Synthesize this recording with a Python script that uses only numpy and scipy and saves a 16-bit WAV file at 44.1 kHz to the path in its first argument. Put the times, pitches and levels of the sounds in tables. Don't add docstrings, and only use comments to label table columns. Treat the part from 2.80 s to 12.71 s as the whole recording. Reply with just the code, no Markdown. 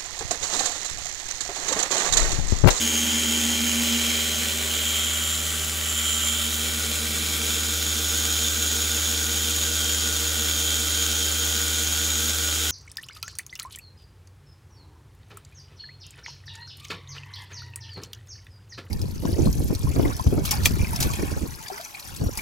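import sys
import numpy as np
from scipy import signal
from scipy.fft import rfft, irfft, next_fast_len
from scipy.io import wavfile
from scipy.ndimage import uniform_filter1d, map_coordinates

SR = 44100
rng = np.random.default_rng(int(sys.argv[2]) if len(sys.argv) > 2 else 0)


def persist_wave(psi):
    counts = np.round(np.clip(psi, -1, 1) * 32767).astype(np.int16)
    wavfile.write(sys.argv[1], SR, np.atleast_2d(counts).T)


N = 437031
TIME = np.arange(N) / SR
PINION_TEETH, WHEEL_TEETH, MAINS_HZ = 11, 41, 50


def from_db(db):
    return 10 ** (np.asarray(db) / 20)


def rms_one(x):
    return x / np.sqrt(np.mean(x ** 2) + 1e-20)


def automation(rows):
    return np.interp(TIME, *np.transpose(rows))


def excursion(curve, settle_s=1.55):
    return curve - uniform_filter1d(curve, int(settle_s * SR), mode="nearest")


def pose_gain(pose, levels_db):
    return from_db(np.interp(pose, np.linspace(0, 2, len(levels_db)), levels_db))


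def equalise(x, hz, levels_db, radians=0):
    size = next_fast_len(N + SR // 10)
    log_hz = np.log(np.maximum(np.fft.rfftfreq(size, 1 / SR), 1))
    response = np.exp(np.interp(log_hz, np.log(hz), np.log(from_db(levels_db)) + 1j * radians))
    return irfft(rfft(x, size) * response, size)[:N]


def resonance(x, hz, width_hz):
    r = np.exp(-np.pi * width_hz / SR)
    poles = [1, -2 * r * np.cos(2 * np.pi * hz / SR), r * r]
    return signal.lfilter(np.array([1, 0, -1]) * (1 - r * r) / 2, poles, x)


def drift(rate_hz):
    hop, run_in = 40, 2000
    r = np.exp(-2 * np.pi * rate_hz * hop / SR)
    noise = rng.standard_normal(N // hop + run_in + 2)
    slow = signal.lfilter([1], [1, -2 * r, r * r], noise)[run_in:]
    return np.interp(np.arange(N) / hop, np.arange(len(slow)), rms_one(slow))


def angle(turns_per_s):
    return 2 * np.pi * np.cumsum(turns_per_s) / SR


def tone(phase):
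    return np.sqrt(2) * np.sin(phase + rng.uniform(0, 2 * np.pi))


def roughness(phase):
    samples_per_turn = int(2 * np.pi * N / phase[-1])
    bumps = signal.resample(rng.standard_normal(samples_per_turn), 4 * samples_per_turn)
    bump_angles = np.linspace(0, 2 * np.pi, len(bumps), endpoint=False)
    return rms_one(np.interp(phase, bump_angles, bumps, period=2 * np.pi))


def tooth_load(rotor, orbit):
    pulse = 2 * np.pi * 2 * MAINS_HZ * TIME
    torque, tug, second_tug, runout = tone(pulse), tone(orbit), tone(2 * orbit), tone(rotor)
    beats = tone(pulse + orbit) + (tug + second_tug) * runout / np.sqrt(2)
    return 1.25 * torque + 0.78 * tug + 0.94 * second_tug + 0.95 * runout + 0.9 * beats + 0.65 * drift(60)


# (time [s], level [dB])
WHISTLE_RIDE = [(0, -32.5), (1.0, -38), (1.4, -33.5), (1.8, -44), (2.15, -29.5), (2.5, -36.5), (2.92, -46),
                (3.44, -30.5), (3.65, -36.5), (4.25, -43.5), (4.75, -38.5), (5.12, -44), (5.6, -39),
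                (6.35, -44.5), (7.05, -37.5), (7.45, -42.5), (7.95, -35.5), (9.9, -40)]


def gear_whistle(shaft, flicker_db=1.96):
    flicker = rms_one(from_db(flicker_db * drift(13)))
    return from_db(automation(WHISTLE_RIDE)) * flicker * tone(PINION_TEETH * shaft)


# (multiple of the rotor speed, level [dB] at each of poses 0, 1, 2)
WHINE_PARTIALS = [(1, -53.5, -58, -52.5), (3, -54, -66, -63.5), (5, -49.5, -52, -42.5),
                  (7, -47.5, -54, -61), (8, -46.5, -51, -50.5), (10, -46, -47, -61),
                  (12, -44.5, -45.5, -51), (13, -52, -46.5, -46), (14, -57, -53, -57), (18, -50, -58, -52),
                  (19, -55, -59, -45.5), (20, -55, -52, -45), (21, -45, -53, -46.5), (22, -35, -47.5, -43),
                  (23, -38, -47, -39.5), (24, -48, -39, -39), (25, -44.5, -34.5, -59), (26, -49, -46, -47),
                  (27, -48, -48, -50), (29, -50, -51, -56), (30, -46, -57, -45.5), (31, -62, -60, -53),
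                  (36, -52, -55, -53), (37, -49, -50, -49), (38, -56, -62, -50), (42, -57, -60, -54),
                  (47, -51, -45, -48), (48, -54, -54, -48)]


def motor_whine(rotor, load_db, pose, surge_db, waver_db=2.8):
    shaft = rotor + 0.023 * drift(13.5)
    out = gear_whistle(shaft)
    surge = from_db(0.85 * surge_db)
    for multiple, *levels_db in WHINE_PARTIALS:
        waver = rms_one(from_db(waver_db * drift(6.4)))
        partial = tone(round(multiple) * shaft + 0.25 * drift(9.1))
        out += pose_gain(pose, levels_db) * surge * waver * partial
    return out * rms_one(from_db(0.9 * load_db))


def tooth_knocks(load_db, density, spread_db):
    hits = rng.random(N) < density * rms_one(from_db(2 * load_db)) / SR
    polarity = rng.choice([-1, 1], N)
    strength = from_db(spread_db * np.minimum(rng.exponential(1, N), 5))
    return rms_one(hits * polarity * strength)


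# (pitch [Hz], width [Hz], level [dB] at each of poses 0, 0.5, 1, 1.5, 2)
HOUSING_MODES = [(1340, 150, -52, -52, -43.5, -45.5, -45), (1527, 160, -58, -54, -60, -47, -44.5),
                 (2330, 410, -41.5, -37.5, -51, -40.5, -52.5), (3056, 280, -33.3, -35.7, -36.7, -48, -42.5),
                 (3466, 450, -47, -41, -41.5, -35.5, -34.8), (4020, 300, -44, -36, -47, -39, -46.5),
                 (5160, 570, -40.5, -39.5, -61, -42, -44), (6790, 400, -29.8, -37.5, -40, -36.2, -30.8),
                 (7140, 348, -43, -38, -34.5, -47, -51), (10660, 590, -42.5, -48, -41.5, -40, -43),
                 (13850, 500, -45, -42, -44, -45, -43)]


def housing_rattle(orbit, load_db, pose, surge_db, knock_db=-8, wear_db=-7.5, stagger_s=0.003):
    knocks = from_db(knock_db) * tooth_knocks(load_db, density=700, spread_db=3.2)
    wear = from_db(wear_db) * roughness(orbit)
    pressure = rms_one(from_db(load_db))
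    out = np.zeros(N)
    for k, (hz, width_hz, *levels_db) in enumerate(HOUSING_MODES):
        force = (rng.standard_normal(N) + wear) * pressure + knocks * (-1) ** k
        force = np.roll(force, int(rng.random() * stagger_s * SR))
        ringing = resonance(resonance(force, hz, width_hz), hz, 2 * width_hz)
        out += pose_gain(pose, levels_db) * rms_one(ringing)
    return out * from_db(0.8 * surge_db)


# (frequency [Hz], level [dB] at each of poses 0, 1, 2)
HISS_EQ = [(30, -92, -90, -91), (110, -82, -87, -82), (159, -80, -78, -80), (300, -71, -79, -77.5),
           (464, -70, -73.5, -74), (690, -74.5, -78, -75.5), (1050, -74.5, -75.5, -77.5),
           (1880, -67.5, -70, -72.5), (4700, -70, -73, -68), (8070, -66.5, -70, -69),
           (9440, -73.5, -71.5, -73.5), (12000, -75.5, -76.5, -75.5), (15500, -75, -76.5, -75)]
# (gain [dB] at each of poses 0, 0.5, 1, 1.5, 2)
HISS_TRIM = [-0.27, -0.46, -0.7, -0.84, -0.15]


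def air_and_rub(rotor, load_db, pose, buzz_db=-10, tick_db=-10, buzz_above_hz=5000):
    low_cut = signal.butter(2, buzz_above_hz, "high", fs=SR, output="sos")
    buzz = from_db(buzz_db) * signal.sosfilt(low_cut, roughness(rotor))
    source = (rng.standard_normal(N) + buzz) * rms_one(from_db(0.84 * load_db))
    source += from_db(tick_db) * tooth_knocks(load_db, density=400, spread_db=3.5)
    hz, *curves_db = np.transpose(HISS_EQ)
    out = np.zeros(N)
    for k, curve_db in enumerate(curves_db):
        crossfade = np.maximum(1 - abs(pose - k), 0)
        out += crossfade * equalise(source, hz, curve_db)
    return out * np.sqrt(SR / 2) * pose_gain(pose, HISS_TRIM)


# (level [dB] at each of poses 0, 0.5, 1, 1.5, 2)
HUM_LEVELS = [-38, -37.5, -35.5, -34.5, -33]
OCTAVE_LEVELS = [-58, -54.5, -52, -49.5, -55.5]


def weight_hum(orbit, spin, pose, sag, flutter_depth=0.035, damping_db_per_sag=3.5):
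    flutter = 1 + flutter_depth * (tone(spin) + tone(2 * spin) + drift(5)) / 2
    hum = pose_gain(pose, HUM_LEVELS) * flutter * tone(orbit)
    octave = pose_gain(pose, OCTAVE_LEVELS) * from_db(-damping_db_per_sag * sag) * tone(2 * orbit)
    return hum + octave


def throb(phase, spin, pose, depth):
    overhang = 1 + 0.23 * (pose - 1)
    sway = tone(spin) + 0.26 * (tone(2 * spin) + drift(8))
    tremolo = 1 + depth * overhang * sway
    return rms_one(tremolo * tone(phase + 0.2 * tone(spin)))


# (time [s], level [dB])
DRUM_RIDE = [(0.1, -35), (1.12, -28), (1.43, -40), (3.03, -49), (3.5, -41), (5.07, -47), (5.6, -44),
             (9.5, -50)]


def lamp_drum(orbit, spin, pose):
    return from_db(automation(DRUM_RIDE)) * throb(3 * orbit, spin, pose, depth=0.18)


# (multiple of the orbit, level [dB] at each of poses 0, 0.5, 1, 1.5, 2, throb)
PAD_PARTIALS = [(4, -43, -50.5, -53, -46, -45.5, 0.13), (5, -53, -48.5, -55, -55, -55, 0.24),
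                (6, -54, -48.5, -58, -49.5, -46.5, 0.3), (7, -52, -51.5, -57, -56.5, -55.5, 0.32),
                (8, -56, -51, -57.5, -61, -62, 0.43)]


def pad_overtones(orbit, spin, pose):
    return sum(pose_gain(pose, levels_db) * throb(round(multiple) * orbit, spin, pose, depth)
               for multiple, *levels_db, depth in PAD_PARTIALS)


# (pitch [Hz], width [Hz], level [dB] at each of poses 0, 0.5, 1, 1.5, 2)
LAMP_MODES = [(223.1, 25, -41.5, -47, -55.5, -43, -50), (449, 67, -58, -51, -61, -47, -56),
              (592, 110, -56, -49, -54, -56, -56), (866, 150, -50.5, -60, -60, -61, -56.5)]


def lamp_ring(pose):
    out = np.zeros(N)
    for hz, width_hz, *levels_db in LAMP_MODES:
        ringing = resonance(resonance(rng.standard_normal(N), hz, width_hz), hz, width_hz)
        out += pose_gain(pose, levels_db) * rms_one(ringing)
    return out


def bodywork_echoes(x, pose, echo_db=-17.5, travel_s=0.0006, count=5):
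    out = x.copy()
    for delay_s, direction in rng.uniform([0.001, -1], [0.008, 1], (count, 2)):
        lag = (delay_s + travel_s * direction * pose) * SR
        out += from_db(echo_db) * map_coordinates(x, [np.arange(N) - lag], order=3)
    return out / np.sqrt(1 + count * from_db(echo_db) ** 2)


# (frequency [Hz], level against the direct sound [dB])
ROOM_EQ = [(80, -38), (330, -24), (560, -8.5), (900, -6), (1400, -6.3), (3000, -4.5), (4200, -13.5),
           (5500, -19.5), (6500, -45), (8000, -76)]
# (frequency [Hz], left minus right [dB], phase lead of the left [rad])
TOOL_PAN = [(80, -1.7, -0.25), (300, -1.7, -0.16), (700, -2.5, -.25), (2800, -2.8, -0.35),
            (4000, 0.2, 0.024), (6000, 0, 0)]


def garage(x, t60_s=0.17):
    t = TIME[:SR // 4]
    tail = rng.standard_normal(len(t)) * from_db(-60 * t / t60_s)
    reverb = signal.fftconvolve(x, tail / np.linalg.norm(tail))[:N]
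    side = equalise(reverb, *np.transpose(ROOM_EQ))
    hz, pan_db, lead = np.transpose(TOOL_PAN)
    left = equalise(x, hz, pan_db / 2, lead / 2) + side
    right = equalise(x, hz, -pan_db / 2, -lead / 2) - side
    return np.array([left, right])


# (time [s], pose [0 face, 1 sliding, 2 upper edge])
TOOL_MOVE = [(0, 0), (.6, .03), (1.45, 0.52), (1.9, .65), (2.65, 1.1), (3.4, 1), (3.9, 1.32), (4.5, 1.5),
             (5.25, 1.92), (7, 1.93)]
# (time [s], rotor speed [turns/s])
MOTOR_SPEED = [(0, 291.9), (1.2, 291.6), (1.55, 293.3), (2.1, 291.9), (2.8, 292.9), (3.4, 289.2),
               (3.7, 290.1), (4.4, 291.0), (5.2, 289.5), (6.1, 289.7), (6.85, 291.2), (8.05, 289.5),
               (9.25, 291.2), (9.9, 290.2)]
# (time [s], speed [turns/s])
PAD_SPEED = [(0, 6.5), (1.2, 6.6), (3, 6), (4.4, 8), (5.5, 6.3), (7, 5.26), (9.9, 4.74)]


def scene():
    pose = np.clip(automation(TOOL_MOVE), 0, 2)
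    speed = automation(MOTOR_SPEED)
    sag = -excursion(speed)
    surge_db = 1.1 * sag + 0.16 * excursion(automation(WHISTLE_RIDE))
    rotor = angle(speed)
    orbit = rotor * PINION_TEETH / WHEEL_TEETH
    load_db = tooth_load(rotor, orbit)
    rasp = housing_rattle(orbit, load_db, pose, surge_db) + air_and_rub(rotor, load_db, pose)
    mix = motor_whine(rotor, load_db, pose, surge_db) + bodywork_echoes(rasp, pose)
    spin = angle(automation(PAD_SPEED) * (1 + 0.028 * drift(1)))
    mix += weight_hum(orbit, spin, pose, sag)
    mix += lamp_drum(orbit, spin, pose) + pad_overtones(orbit, spin, pose) + lamp_ring(pose)
    return garage(mix)


def record(dry, cutoff_hz=15700):
    return signal.sosfilt(signal.ellip(16, 0.1, 100, cutoff_hz, fs=SR, output="sos"), dry)


dry = scene()
out = record(dry)
persist_wave(out)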